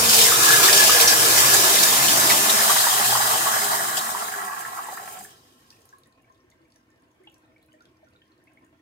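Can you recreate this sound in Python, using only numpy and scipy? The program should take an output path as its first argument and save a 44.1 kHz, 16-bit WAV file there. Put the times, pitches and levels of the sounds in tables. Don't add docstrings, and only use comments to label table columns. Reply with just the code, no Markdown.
import sys
import numpy as np
from scipy import signal
from scipy.fft import rfft, irfft, next_fast_len
from scipy.io import wavfile
from scipy.ndimage import uniform_filter1d

SR = 44100
rng = np.random.default_rng(int(sys.argv[2]) if len(sys.argv) > 2 else 0)


def put_to_file(sound):
    columns = np.atleast_2d(sound).T
    safe = np.clip(columns, -1, 1)
    whole_steps = np.round(safe * 32767)
    wavfile.write(sys.argv[1], SR, whole_steps.astype(np.int16))


N = 388521
T = np.arange(N) / SR

# frequency_hz, relative_density_db (per Hz)
QUIET_SPECTRUM = [(24, -42.5), (40, -12), (112, -2.5), (176, -10), (312, -4), (433, -13.5), (1020, -13),
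                  (1440, -24), (1810, -20.5), (2840, -26), (4500, -33.5), (14800, -45.5), (16000, -45)]
# frequency_hz, width_hz, relative_level_db
PIPE_MODES = [(79.7, 15, -3), (118.8, 17, -1), (255, 41, -3.5), (355, 46, -6.5), (500, 24, -7),
              (650, 21, -7.5), (1060, 29, -11.5), (1340, 30, -17), (1575, 52, -17.5), (1800, 35, -8.5),
              (2240, 1400, -22.5)]
# frequency_hz, shared_fraction
PORT_COHERENCE = [(60, 1), (250, 0.89), (550, 0.72), (800, 0.26), (1500, 0.62), (2500, 0.28), (5000, 0.025),
                  (15000, 0.067)]
# frequency_hz, left_minus_right_db
PORT_TILT = [(60, -1.5), (130, 0.5), (290, -1), (640, 1.5), (1410, -3), (3100, 1.5), (6820, 0.5),
             (15000, -0.5)]
# start_s, level_db, pitch_hz (at onset)
BUBBLES = [(5.7254, -56, 2600), (5.765, -60, 2390), (5.784, -59, 463), (5.933, -43, 1094),
           (5.926, -49, 1620), (6.058, -59, 1850), (6.243, -60.5, 2200), (6.288, -62, 1760),
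           (6.298, -50, 1060), (6.436, -56, 354), (6.52, -58, 2020), (6.6, -54.5, 327), (6.651, -63, 2240),
           (6.761, -60, 1712), (7.199, -52.5, 374), (7.2404, -56.5, 2080), (7.249, -52.5, 322),
           (7.325, -67, 2200), (7.482, -57, 257), (7.5617, -54.5, 2200), (7.627, -62, 3930),
           (7.685, -64.5, 2400), (7.6874, -61, 1490), (7.719, -58, 2910), (7.734, -56, 622),
           (7.738, -57, 1820), (7.785, -65, 2300), (7.806, -50.5, 1400), (8.025, -53, 640),
           (8.0694, -57.5, 1400), (8.1502, -59, 1396), (8.16, -57, 3690), (8.2167, -59.5, 1745),
           (8.217, -55, 3040), (8.3184, -62, 4060), (8.4716, -55, 2100), (8.477, -56, 2510),
           (8.572, -51, 2104), (8.6198, -58, 1035)]
# start_s, level_db (before the shares of snap and ring), centre_hz (of the ring)
TICKS = [(5.7035, -38, 4900), (5.7634, -57, 8460), (5.8052, -52, 8800), (5.8163, -50, 6270),
         (5.8541, -44, 11100), (5.8898, -44.5, 6020), (5.9835, -46, 10670), (6.0342, -48, 3880),
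         (6.0583, -58, 7280), (6.0706, -53, 9700), (6.124, -54.5, 4110), (6.2229, -59.5, 11000),
         (6.3232, -58, 5920), (6.345, -56, 4000), (6.5008, -53, 6600), (6.5136, -54, 4160),
         (6.7024, -58, 5100), (6.7207, -49, 4600), (6.7412, -59, 6670), (6.759, -48, 5700),
         (7.2356, -57, 8600), (7.2975, -57.5, 7440), (7.3179, -55, 12300), (7.3417, -48, 6300),
         (7.3824, -59, 10470), (7.6267, -54.5, 10440), (7.7288, -54, 7370), (7.8057, -53, 4340),
         (7.8214, -55, 6160), (7.8535, -48, 3620), (8.135, -60, 4500), (8.4384, -55.5, 10260),
         (8.6459, -56.5, 7610)]
# frequency_hz, relative_level_db, t60_s
KNOCK_MODES = [(835, -6, .04), (2690, -2, .03), (2915, 0, .045), (3270, -1, .03), (3550, -6, .02)]
# start_s, level_db (before the shares), pitch_hz (at onset)
GULPS = [(0.319, -6, 1240), (0.503, -8, 1420), (0.598, -10, 1010), (0.685, -1.5, 1780), (0.893, -4.5, 1200),
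         (1.542, -5, 1710), (2.609, -8, 1780), (2.696, -4, 1134), (2.756, -12, 950), (2.867, -6.5, 900),
         (2.995, -14, 770), (3.092, -18, 791), (3.122, -8.5, 850), (3.15, -3.5, 1020), (3.201, -11, 810),
         (3.322, -19, 1000), (3.443, -24, 745), (3.468, -6.5, 1075), (3.56, -16, 738), (3.65, -20, 727),
         (3.8, -11.5, 698), (3.975, -20, 764), (4.147, -12, 970), (4.338, -15.5, 1630), (4.42, -20, 1760),
         (4.454, -27, 1070), (4.496, -16.5, 1080), (4.526, -18, 1114), (4.649, -15.5, 1660),
         (4.772, -21.5, 1270), (4.868, -24, 980), (4.884, -20, 860), (4.924, -23.5, 750),
         (4.788, -18.5, 1140), (4.972, -20.5, 1280), (4.975, -22.5, 1800), (5.017, -26.5, 750),
         (5.163, -39, 795), (5.19, -42, 198), (5.204, -34, 765), (5.248, -30.5, 1660)]
# start_s, level_db (before the shares), centre_hz, lift_db (of the jets), lift_length_s
SPURTS = [(0.092, -6, 5000, 2.5, 0.028), (0.127, -16, 4970, 3.5, 0.24), (0.21, -8, 5360, 1, 0.016),
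          (0.426, -12, 7000, 1.5, 0.2), (0.627, -13, 5620, 2.6, 0.14), (0.728, -4, 4660, 2.1, 0.035),
          (0.763, -15.5, 5500, 3, 0.33), (0.999, -11.5, 2540, 2.5, 0.063), (1.075, -2.5, 5740, 2.5, 0.075),
          (1.54, -2.5, 7200, 1, 0.0064), (1.829, -7, 5770, 3.5, 0.0095), (2.083, -8, 3080, 1.5, 0.014),
          (2.294, -13, 4740, 2.5, 0.045), (2.494, -7.5, 3850, 2, 0.014), (3.968, -13.5, 7600, 1.5, 0.025),
          (3.969, -16.5, 3240, 2.5, .03), (3.995, -21, 3930, -1, .008), (4.84, -29, 8000, -1.5, 0.019),
          (5.187, -28, 8150, 0, 0.035)]
# start_s, level_db, start_hz, end_hz, length_s
SQUIRT = (2.297, -16, 2600, 1750, .022)
# time_s, level_db (before the shares of noise and tone)
WHISTLE_LEVEL = [(.24, -42), (.296, -29.5), (.4, -35.5), (.46, -27.5), (.528, -18.5), (.604, -28.5),
                 (.655, -29), (.69, -26), (.75, -32.5), (.795, -23), (.84, -25), (.872, -40), (.95, -21.5),
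                 (1.0, -31.5), (1.032, -24), (1.074, -33.5), (1.13, -23), (1.165, -35.5), (1.4, -31.5),
                 (1.75, -36)]
# frequency_hz, relative_density_db (per Hz)
JET_SPECTRUM = [(3240, -29.5), (5500, -13), (6230, -4), (6820, 0), (8900, -0.5), (9600, -3), (13600, -3.5),
                (15200, -5), (16000, -13.5)]
# frequency_hz, width_hz, change_db
RIM_DIPS = [(2590, 65, -10), (2820, 100, -10), (3500, 74, -6.5), (4480, 100, -7.5), (5000, 60, -3.5),
            (5610, 110, -11.5), (7100, 100, -8.5), (8880, 420, 2.5), (9150, 200, -5.5), (9920, 150, -3.5),
            (10160, 150, -2.5)]
# frequency_hz, width_hz, relative_level_db
SPRAY_FULL = [(2410, 110, -12), (3096, 60, 0), (3700, 410, -8.5), (4850, 330, -4), (5420, 200, -1.5),
              (5750, 110, 1.5), (6960, 160, -2.5)]
SPRAY_PULL = [(2540, 67, -5.5), (2754, 48, 0), (3097, 590, -3.5), (3730, 140, -12), (4020, 310, -9),
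              (4870, 360, -3), (5420, 300, -1.5), (6260, 480, -1.5)]
# frequency_hz, width_hz, relative_level_db
BOWL_FULL = [(684, 160, -3.5), (830, 310, -5.5), (1050, 100, 0.5), (1140, 520, -3), (1426, 60, -2.5),
             (1730, 110, -4), (2070, 55, -3)]
BOWL_PULL = [(644, 38, -6), (741, 32, 1.5), (797, 55, -5.5), (894, 90, -7), (1080, 150, -2),
             (1168, 92, -0.5), (1320, 65, -4), (1440, 93, -5.5), (1670, 47, -2.5), (1920, 34, -8.5)]
BOWL_LOW = [(740, 110, 2), (863, 86, -0.5), (1085, 150, 4.5), (1338, 39, 8), (1654, 220, -2.5),
            (1940, 27, 0.5)]
# frequency_hz, width_hz, relative_level_db
BOOM_MODES = [(258, 27, -9), (346, 73, -6.5), (403.3, 11, 6.5), (462, 15, -4), (528, 36, -6)]
DEEP_MODES = [(79.8, 6, 3), (124, 16, 1.5), (165.5, 15, -4), (218.5, 51, -2.5)]
EARLY_MODES = [(466.5, 20, 0), (489, 20, -3.5)]
# time_s, jet_flow_db, bowl_water_db
FLOW = [(0.0, -21, -27.5), (.22, -22, -30.5), (.37, -21.5, -27), (.5, -20, -28.5), (1.0, -23, -28.5),
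        (1.19, -21.5, -27.5), (1.42, -19, -26.5), (1.7, -20.5, -27), (2.35, -22, -27.5), (2.8, -22, -26.5),
        (3.69, -27.5, -28), (4.05, -33, -33), (4.55, -42.5, -37), (5.2, -47, -44), (5.275, -51.5, -58),
        (5.305, -59, -56), (5.4, -65.5, -69), (5.88, -72.5, -71.5), (6.1, -71, -69)]

LAG, ROOM_LAG = 20, 8
PULL_S, LOW_S = 2.503, 4
LAST_S, SHUT_S = 4.99, 5.3
QUIET_DB, HISS_DB = -64, -82
HUM_HZ, HUM_EARLY_DB, HUM_LATE_DB = 312.7, -78, -68
HUM_SWELL_S, HUM_RISE_S = 6.2, 1.0
DRAIN_HZ, DRAIN_DB, DRAIN_FADE_S, DRAIN_FADE_LENGTH_S = 1070, -77, 6.2, 0.82
DRAIN_RING = 0.3
CYCLES_AT_1K, CYCLES_SLOPE = 21., .4
CLIMB_AT_2K, CLIMB_SLOPE, CLIMB_MOST = .04, 3.1, .045
DRIP_SPLASH = .45
TICK_SNAP, TICK_RING = .6, 0.93
KNOCK_S, KNOCK_DB = 7.272, -41
GULP_RING, GULP_SPLASH = 0.54, 0.46
SPURT_RING, SPURT_SPLASH = .3, 0.7
TRAP_TOP_HZ = 2140
WHISTLE_HZ, WHISTLE_WANDER_HZ = 1672, 24
WHISTLE_NOISE, WHISTLE_TONE = 0.76, .7
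POCKET_DB, POCKET_START_S, POCKET_ATTACK_S = -31.5, 0.2, 0.044
POCKET_HOLD_S, POCKET_RELEASE_S = 0.41, 0.05
POCKET_START_HZ, POCKET_END_HZ = 2302, 1286
POCKET_DROP_S, POCKET_GLIDE_S = 0.285, 0.019
FULL_FLOW_DB = -20
SPRAY_DB, SPRAY_FOLLOWS, SPRAY_AFTER_DB = -23, 1.14, 11.5
BOOM_DB, BOOM_FOLLOWS, BOOM_FULL_DB = -41.5, 0.56, 8
DEEP_DB, DEEP_FOLLOWS, DEEP_FULL_DB = -43, 0.65, 5
AIR_FADE_S = 0.65
EARLY_DB, EARLY_END_S, EARLY_FADE_S = -36, 1.1, 0.97
SPRAY_LIFT, BOWL_LIFT = 1.7, 0.54
EDGE_HZ = 15850


def amp(db):
    return 10 ** (np.asarray(db) / 20)


def evened(x):
    return x / np.sqrt(np.mean(x ** 2) + 1e-20)


def evened_pair(pair):
    return pair / np.sqrt(np.mean(pair.mean(0) ** 2))


def read(points, hz):
    f, value = np.transpose(points)
    return np.interp(np.log(hz + 1), np.log(f + 1), value)


def curve(rows, column):
    rows = np.array(rows)
    return np.interp(T, rows[:, 0], rows[:, column])


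def ramp(start, length):
    return np.clip((T - start) / length, 0, 1)


def envelope(start, attack, hold, release):
    return ramp(start, attack) * (1 - ramp(start + attack + hold, release))


def add(mix, s, sound):
    part = mix[round(s * SR):][:len(sound)]
    part += sound[:len(part)]


def modes(table, hz, order=2):
    powers = [amp(db) ** 2 / (1 + (2 * (hz - f) / width) ** 2) ** order for f, width, db in table]
    return np.sqrt(sum(powers))


def bank(table, valley_db, lo_hz, hi_hz):
    def gain(hz):
        edges = np.sqrt((1 + (lo_hz / (hz + 1)) ** 24) * (1 + (hz / hi_hz) ** 24))
        return (modes(table, hz) + amp(valley_db)) / edges
    return gain


def filtered(x, gain):
    size = next_fast_len(N)
    hz = np.fft.rfftfreq(size, 1 / SR)
    return irfft(rfft(x, size) * gain(hz), size)[:, :N]


def coloured(x, gain):
    return evened_pair(filtered(x, gain))


def noise(colour, size, patchy_db, count=LAG, patch_hz=402.0, patch_s=0.055):
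    hop, hz = size // 4, np.fft.rfftfreq(size, 1 / SR)
    a, b, c, d, patch = rng.standard_normal((N // hop + 5, len(hz), 5)).T
    patch = uniform_filter1d(patch, int(patch_hz / hz[1]) + 1, axis=0)
    patch = evened(uniform_filter1d(patch, int(patch_s * SR / hop) + 1, axis=1))
    patch_depth = np.minimum(hz / (2 * patch_hz), 1)[:, None]
    patch_gain = amp(patchy_db * patch * patch_depth)
    late = 2 * np.pi * hz * count / SR * (hz > 850)
    same = np.clip(read(PORT_COHERENCE, hz), 0, 1)[:, None]
    left = a + 1j * b
    right = same * left + np.sqrt(1 - same ** 2) * (c + 1j * d)
    right = right * np.exp(-1j * late)[:, None]
    half = amp(read(PORT_TILT, hz) / 2)[:, None]
    spectra = np.array([left * half, right / half]) * colour(hz)[:, None] * patch_gain
    return evened_pair(signal.istft(spectra, nperseg=size, noverlap=size - hop)[1][:, :N])


def surges(per_s, spread_db, fall_s, share):
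    size = amp(2 * spread_db * np.minimum(rng.exponential(1, N), 4))
    hits = size * (rng.random(N) < per_s / SR)
    decay = np.exp(-T[:4000] / fall_s) * (1 - np.exp(-T[:4000] / 0.0013))
    power = signal.oaconvolve(hits, decay)[:N]
    share = np.clip(share, 0, 1)
    return np.sqrt(1 - share + share * abs(power) / power.mean())


def bubble(hz, cycles, rise):
    u = np.arange(round(3 * cycles * SR / hz)) / SR * hz / cycles
    onset = np.sin(np.minimum(u * cycles / 4, 1) * np.pi / 2) ** 2
    return 1.6 * np.sin(2 * np.pi * cycles * (u + rise * u ** 2)) * np.exp(-2 * u) * onset


def puff(hz, width, t60, rise_s):
    t = T[:5000]
    edges_hz = np.clip([hz / width, hz * width], 50, 20000)
    band_filter = signal.butter(2, edges_hz, "band", fs=SR, output="sos")
    band = signal.sosfilt(band_filter, rng.standard_normal(len(t)))
    return 1.1 * evened(band) * amp(-60 * t / t60) * (1 - np.exp(-t / rise_s))


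def restroom(x, wet_db, count):
    taps = np.zeros((2, SR // 2))
    at = np.arange(130, SR // 2 - 20, 20) + rng.integers(0, 20, (2, (SR // 2 - 131) // 20))
    np.put_along_axis(taps, at, rng.choice([-1., 1.], at.shape), 1)
    taps *= amp(-60 * T[:SR // 2] / 0.22)
    taps *= amp(wet_db) / np.linalg.norm(taps[0])
    taps[[0, 1], [0, count]] = 1
    return signal.fftconvolve(x[None], taps, axes=1)[:, :N]


def quiet_colour(hz):
    return (amp(read(QUIET_SPECTRUM, hz)) + modes(PIPE_MODES, hz)) / (1 + (40 / (hz + 1)) ** 3)


def background():
    air = noise(quiet_colour, 2048, 2.8, count=ROOM_LAG, patch_hz=152.0, patch_s=.07)
    air *= surges(33, 2.0, .02, .3)
    waver = noise(lambda hz: modes([(311.5, 5, 5.5), (326, 6, -4.5)], hz), 16384, 0)
    hum = .8 * np.sqrt(2) * np.sin(2 * np.pi * HUM_HZ * T) + .3 * waver
    hum_db = HUM_EARLY_DB + (HUM_LATE_DB - HUM_EARLY_DB) * ramp(HUM_SWELL_S, HUM_RISE_S)
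    hiss = noise(lambda hz: np.minimum(hz / 2500, 1) / (1 + hz / 9000), 256, 0)
    return amp(QUIET_DB) * air + amp(hum_db) * hum + amp(HISS_DB) * hiss


def drain():
    ring = noise(lambda hz: modes([(DRAIN_HZ, 45, 0)], hz), 2048, 3.0, count=ROOM_LAG, patch_hz=152.3)
    return amp(DRAIN_DB) * (1 - ramp(DRAIN_FADE_S, DRAIN_FADE_LENGTH_S)) * ring


def knock():
    out, t = np.zeros(N), T[:4000]
    ring = sum(amp(db - 60 * t / t60) * np.sin(2 * np.pi * hz * t) for hz, db, t60 in KNOCK_MODES)
    add(out, KNOCK_S, amp(KNOCK_DB) * ring * (1 - np.exp(-t / 0.00085)))
    return out


def tick(hz):
    return TICK_SNAP * puff(hz * 1.1, 1.94, 0.0092, .0004) + TICK_RING * puff(hz, 1.15, 0.016, .0015)


def drip(hz):
    out = DRIP_SPLASH * np.clip(hz / 2000 - .5, 0, 1) * puff(hz * 0.76, 1.5, 0.037, .002)
    cycles = CYCLES_AT_1K * (hz / 1000) ** CYCLES_SLOPE
    climb = min(CLIMB_AT_2K * (hz / 2000) ** CLIMB_SLOPE, CLIMB_MOST)
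    add(out, 0, bubble(hz, cycles, climb)[:len(out)])
    return out


def trickle():
    out = np.zeros(N)
    for s, db, hz in BUBBLES:
        add(out, s, amp(db) * drip(hz))
    t = T[:4000]
    ring = sum(np.exp(-np.pi * w * t) * np.sin(2 * np.pi * f * t) * w for f, w, _ in PIPE_MODES[5:10])
    out += DRAIN_RING * 2 * np.pi / SR * signal.oaconvolve(out, ring)[:N]
    for s, db, hz in TICKS:
        add(out, s, amp(db) * tick(hz))
    when, pitch, size = rng.random((480, 3)).T
    when = SHUT_S + (N / SR - SHUT_S) * when ** 1.2
    for k in range(0, 480, 4):
        add(out, when[k], amp(-77 + 11 * size[k] ** 3) * drip(1800 * 3.5 ** pitch[k]))
        add(out, when[k + 1], amp(-69 + 11 * size[k + 1] ** 2) * tick(3300 * 3.5 ** pitch[k + 1]))
        for j in (k + 2, k + 3):
            ring_hz = PIPE_MODES[3 + int(pitch[j] * 7)][0] * rng.uniform(.96, 1.04)
            ring_db = -71.0 + 9.0 * size[j] - 2.4 * np.log2(ring_hz / 1000)
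            add(out, when[j], amp(ring_db) * bubble(ring_hz, ring_hz * 0.015, 0))
    return out


def squirt(start_hz, end_hz, length):
    t = T[:round(length * SR)]
    wobble_hz = 1000.0 * uniform_filter1d(rng.standard_normal(len(t)), size=40)
    turns = np.cumsum(start_hz + (end_hz - start_hz) * np.sqrt(t / length) + wobble_hz) / SR
    tone = np.sin(2 * np.pi * turns) + 0.3 * np.sin(4 * np.pi * turns)
    return tone * signal.windows.tukey(len(t), .3) * amp(-4.0 * t / length)


def splashes():
    out = np.zeros(N)
    for s, db, hz in GULPS:
        add(out, s, amp(db) * GULP_SPLASH * puff(hz, 1.45, 0.04, 0.0088))
        add(out, s, amp(db) * GULP_RING * bubble(hz, 8.5, 0.018))
    out = signal.sosfilt(signal.butter(6, TRAP_TOP_HZ, fs=SR, output="sos"), out)
    for s, db, hz, _, _ in SPURTS:
        add(out, s, amp(db) * SPURT_SPLASH * puff(hz, 1.1, 0.045, 0.006))
        add(out, s, amp(db) * SPURT_RING * bubble(hz, 34.0, -0.006))
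    s, db, start_hz, end_hz, length = SQUIRT
    add(out, s, amp(db) * squirt(start_hz, end_hz, length))
    return out


def rim_whistle():
    level = amp(curve(WHISTLE_LEVEL, 1))
    level = level * ramp(WHISTLE_LEVEL[0][0], .03) * (1 - ramp(WHISTLE_LEVEL[-1][0], 0.25))
    wander = WHISTLE_WANDER_HZ * evened(uniform_filter1d(rng.standard_normal(N), size=500))
    tone = np.sqrt(2) * np.sin(2 * np.pi * np.cumsum(WHISTLE_HZ + wander) / SR)
    breath = noise(lambda hz: modes([(WHISTLE_HZ, 130, 0)], hz), 2048, 0.87)
    return level * (WHISTLE_NOISE * breath + WHISTLE_TONE * np.array([tone, np.roll(tone, LAG)]))


def air_pocket():
    high_share = (1 - np.tanh((T - POCKET_DROP_S) / POCKET_GLIDE_S / 2)) / 2
    hz = POCKET_END_HZ + (POCKET_START_HZ - POCKET_END_HZ) * high_share
    slide = np.exp(2j * np.pi * np.cumsum(hz - WHISTLE_HZ) / SR)
    band = noise(lambda f: modes([(WHISTLE_HZ, 300, 0)], f), 1024, 0.62, patch_hz=150.)
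    gliding = (signal.hilbert(band, next_fast_len(N))[:, :N] * slide).real
    level = envelope(POCKET_START_S, POCKET_ATTACK_S, POCKET_HOLD_S, POCKET_RELEASE_S)
    return amp(POCKET_DB) * level * gliding


def room_air(modes_table, valley_db, lo_hz, hi_hz, patchy_db, patch_hz, patch_s):
    colour = bank(modes_table, valley_db, lo_hz, hi_hz)
    return noise(colour, 4096, patchy_db, patch_hz=patch_hz, patch_s=patch_s)


def early_air():
    ring = noise(lambda hz: modes(EARLY_MODES, hz), 4096, 2.4, patch_hz=40., patch_s=.2)
    return amp(EARLY_DB) * (1 - ramp(EARLY_END_S, EARLY_FADE_S)) * ring


def foam(per_s, spread_db):
    out = np.zeros((2, N))
    for hz in np.geomspace(620, 2050, 16):
        size = amp(spread_db * np.minimum(rng.exponential(1, (2, N)), 3.6))
        hits = size * (rng.random((2, N)) < per_s / (32 * SR))
        out += signal.oaconvolve(hits, bubble(hz, 4.6, 0.022)[None], axes=1)[:, :N]
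    return out + .5 * np.roll(out[::-1], LAG, 1)


def bowl_water(pull, low):
    churn = noise(np.ones_like, 1024, 1.9)
    full = coloured(churn, bank(BOWL_FULL, -7.0, 540, 2150)) * surges(50, 2.2, 0.067, 0.23)
    gurgle = 0.79 * np.roll(churn, SR, 1) * surges(140, 1.8, .0045, .6)
    gurgle += 0.05 * coloured(foam(1200, 3.2), np.ones_like)
    last = .6 * ramp(LAST_S, .15) * (1 - ramp(SHUT_S - .05, .1))
    thin = (1 - last) * coloured(gurgle, bank(BOWL_LOW, -16.5, 650, 2800))
    thin += last * coloured(gurgle, bank(BOWL_LOW[:1], -17.5, 450, 3100))
    gurgle = (1 - low) * coloured(gurgle, bank(BOWL_PULL, -5, 626, 2046)) + low * thin
    port_balance = amp(np.array([[-.7], [.7]]) * low)
    return np.cos(pull) * full + np.sin(pull) * gurgle * port_balance


def rim(x, share):
    def dips(hz):
        return amp(sum(db / (1 + (2 * (hz - f) / width) ** 2) for f, width, db in RIM_DIPS))
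    return (1 - share) * x + share * filtered(x, dips)


def bowl_spray(pull, spatter):
    mist = noise(np.ones_like, 512, 1.9)
    spray = np.cos(pull) * coloured(mist, bank(SPRAY_FULL, .3, 2300, 6600))
    spray += np.sin(pull) * coloured(np.roll(mist, SR, 1), bank(SPRAY_PULL, -2.2, 2460, 5950))
    return rim(spray, np.sin(pull)) * spatter


def rim_jets(pull, low, spatter):
    jet = noise(lambda hz: amp(read(JET_SPECTRUM, hz)), 256, 1.0) * spatter ** (1 + 1.7 * low)
    return rim(jet, np.sin(pull))


def spurt_lift():
    return sum(db * envelope(s - .003, 0.0076, length / 2, length / 2) for s, _, _, db, length in SPURTS)


def flush():
    on = 1 - ramp(FLOW[-1][0] - .25, .25)
    pull = ramp(PULL_S, 0.26) * np.pi / 2
    low = ramp(LOW_S, .5)
    spatter = surges(60, 0.73, 0.012, 0.2)
    flow_db, lift_db = curve(FLOW, 1), spurt_lift()
    sunk_db = flow_db - FULL_FLOW_DB
    before = 1 - ramp(PULL_S - AIR_FADE_S / 2, AIR_FADE_S)
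    spray_db = SPRAY_DB + SPRAY_FOLLOWS * sunk_db + SPRAY_LIFT * lift_db
    spray_db = spray_db + SPRAY_AFTER_DB * ramp(SHUT_S - .03, 0.044)
    bowl_db = curve(FLOW, 2) + BOWL_LIFT * lift_db
    boom_db = BOOM_DB + BOOM_FOLLOWS * sunk_db + BOOM_FULL_DB * before
    deep_db = DEEP_DB + DEEP_FOLLOWS * sunk_db + DEEP_FULL_DB * before
    rush = amp(flow_db + lift_db) * rim_jets(pull, low, spatter)
    rush += amp(spray_db) * bowl_spray(pull, spatter)
    rush += amp(bowl_db) * bowl_water(pull, low)
    rush += amp(boom_db) * room_air(BOOM_MODES, -14.5, 270, 520, 3.5, 40., 0.27)
    rush += amp(deep_db) * room_air(DEEP_MODES, -20.5, 70, 250, 3.2, 30., 0.41)
    return early_air() + on * rush


def scene():
    near = restroom(trickle(), -4, count=LAG)
    near += restroom(splashes(), -5, count=1)
    near += restroom(knock(), -5, count=6)
    return background() + drain() + near + rim_whistle() + air_pocket() + flush()


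def record(dry):
    low_pass = signal.firwin(511, EDGE_HZ, window=("kaiser", 9), fs=SR)
    return signal.oaconvolve(np.clip(dry, -1, 1), low_pass[None], "same")


dry = scene()
out = record(dry)
put_to_file(out)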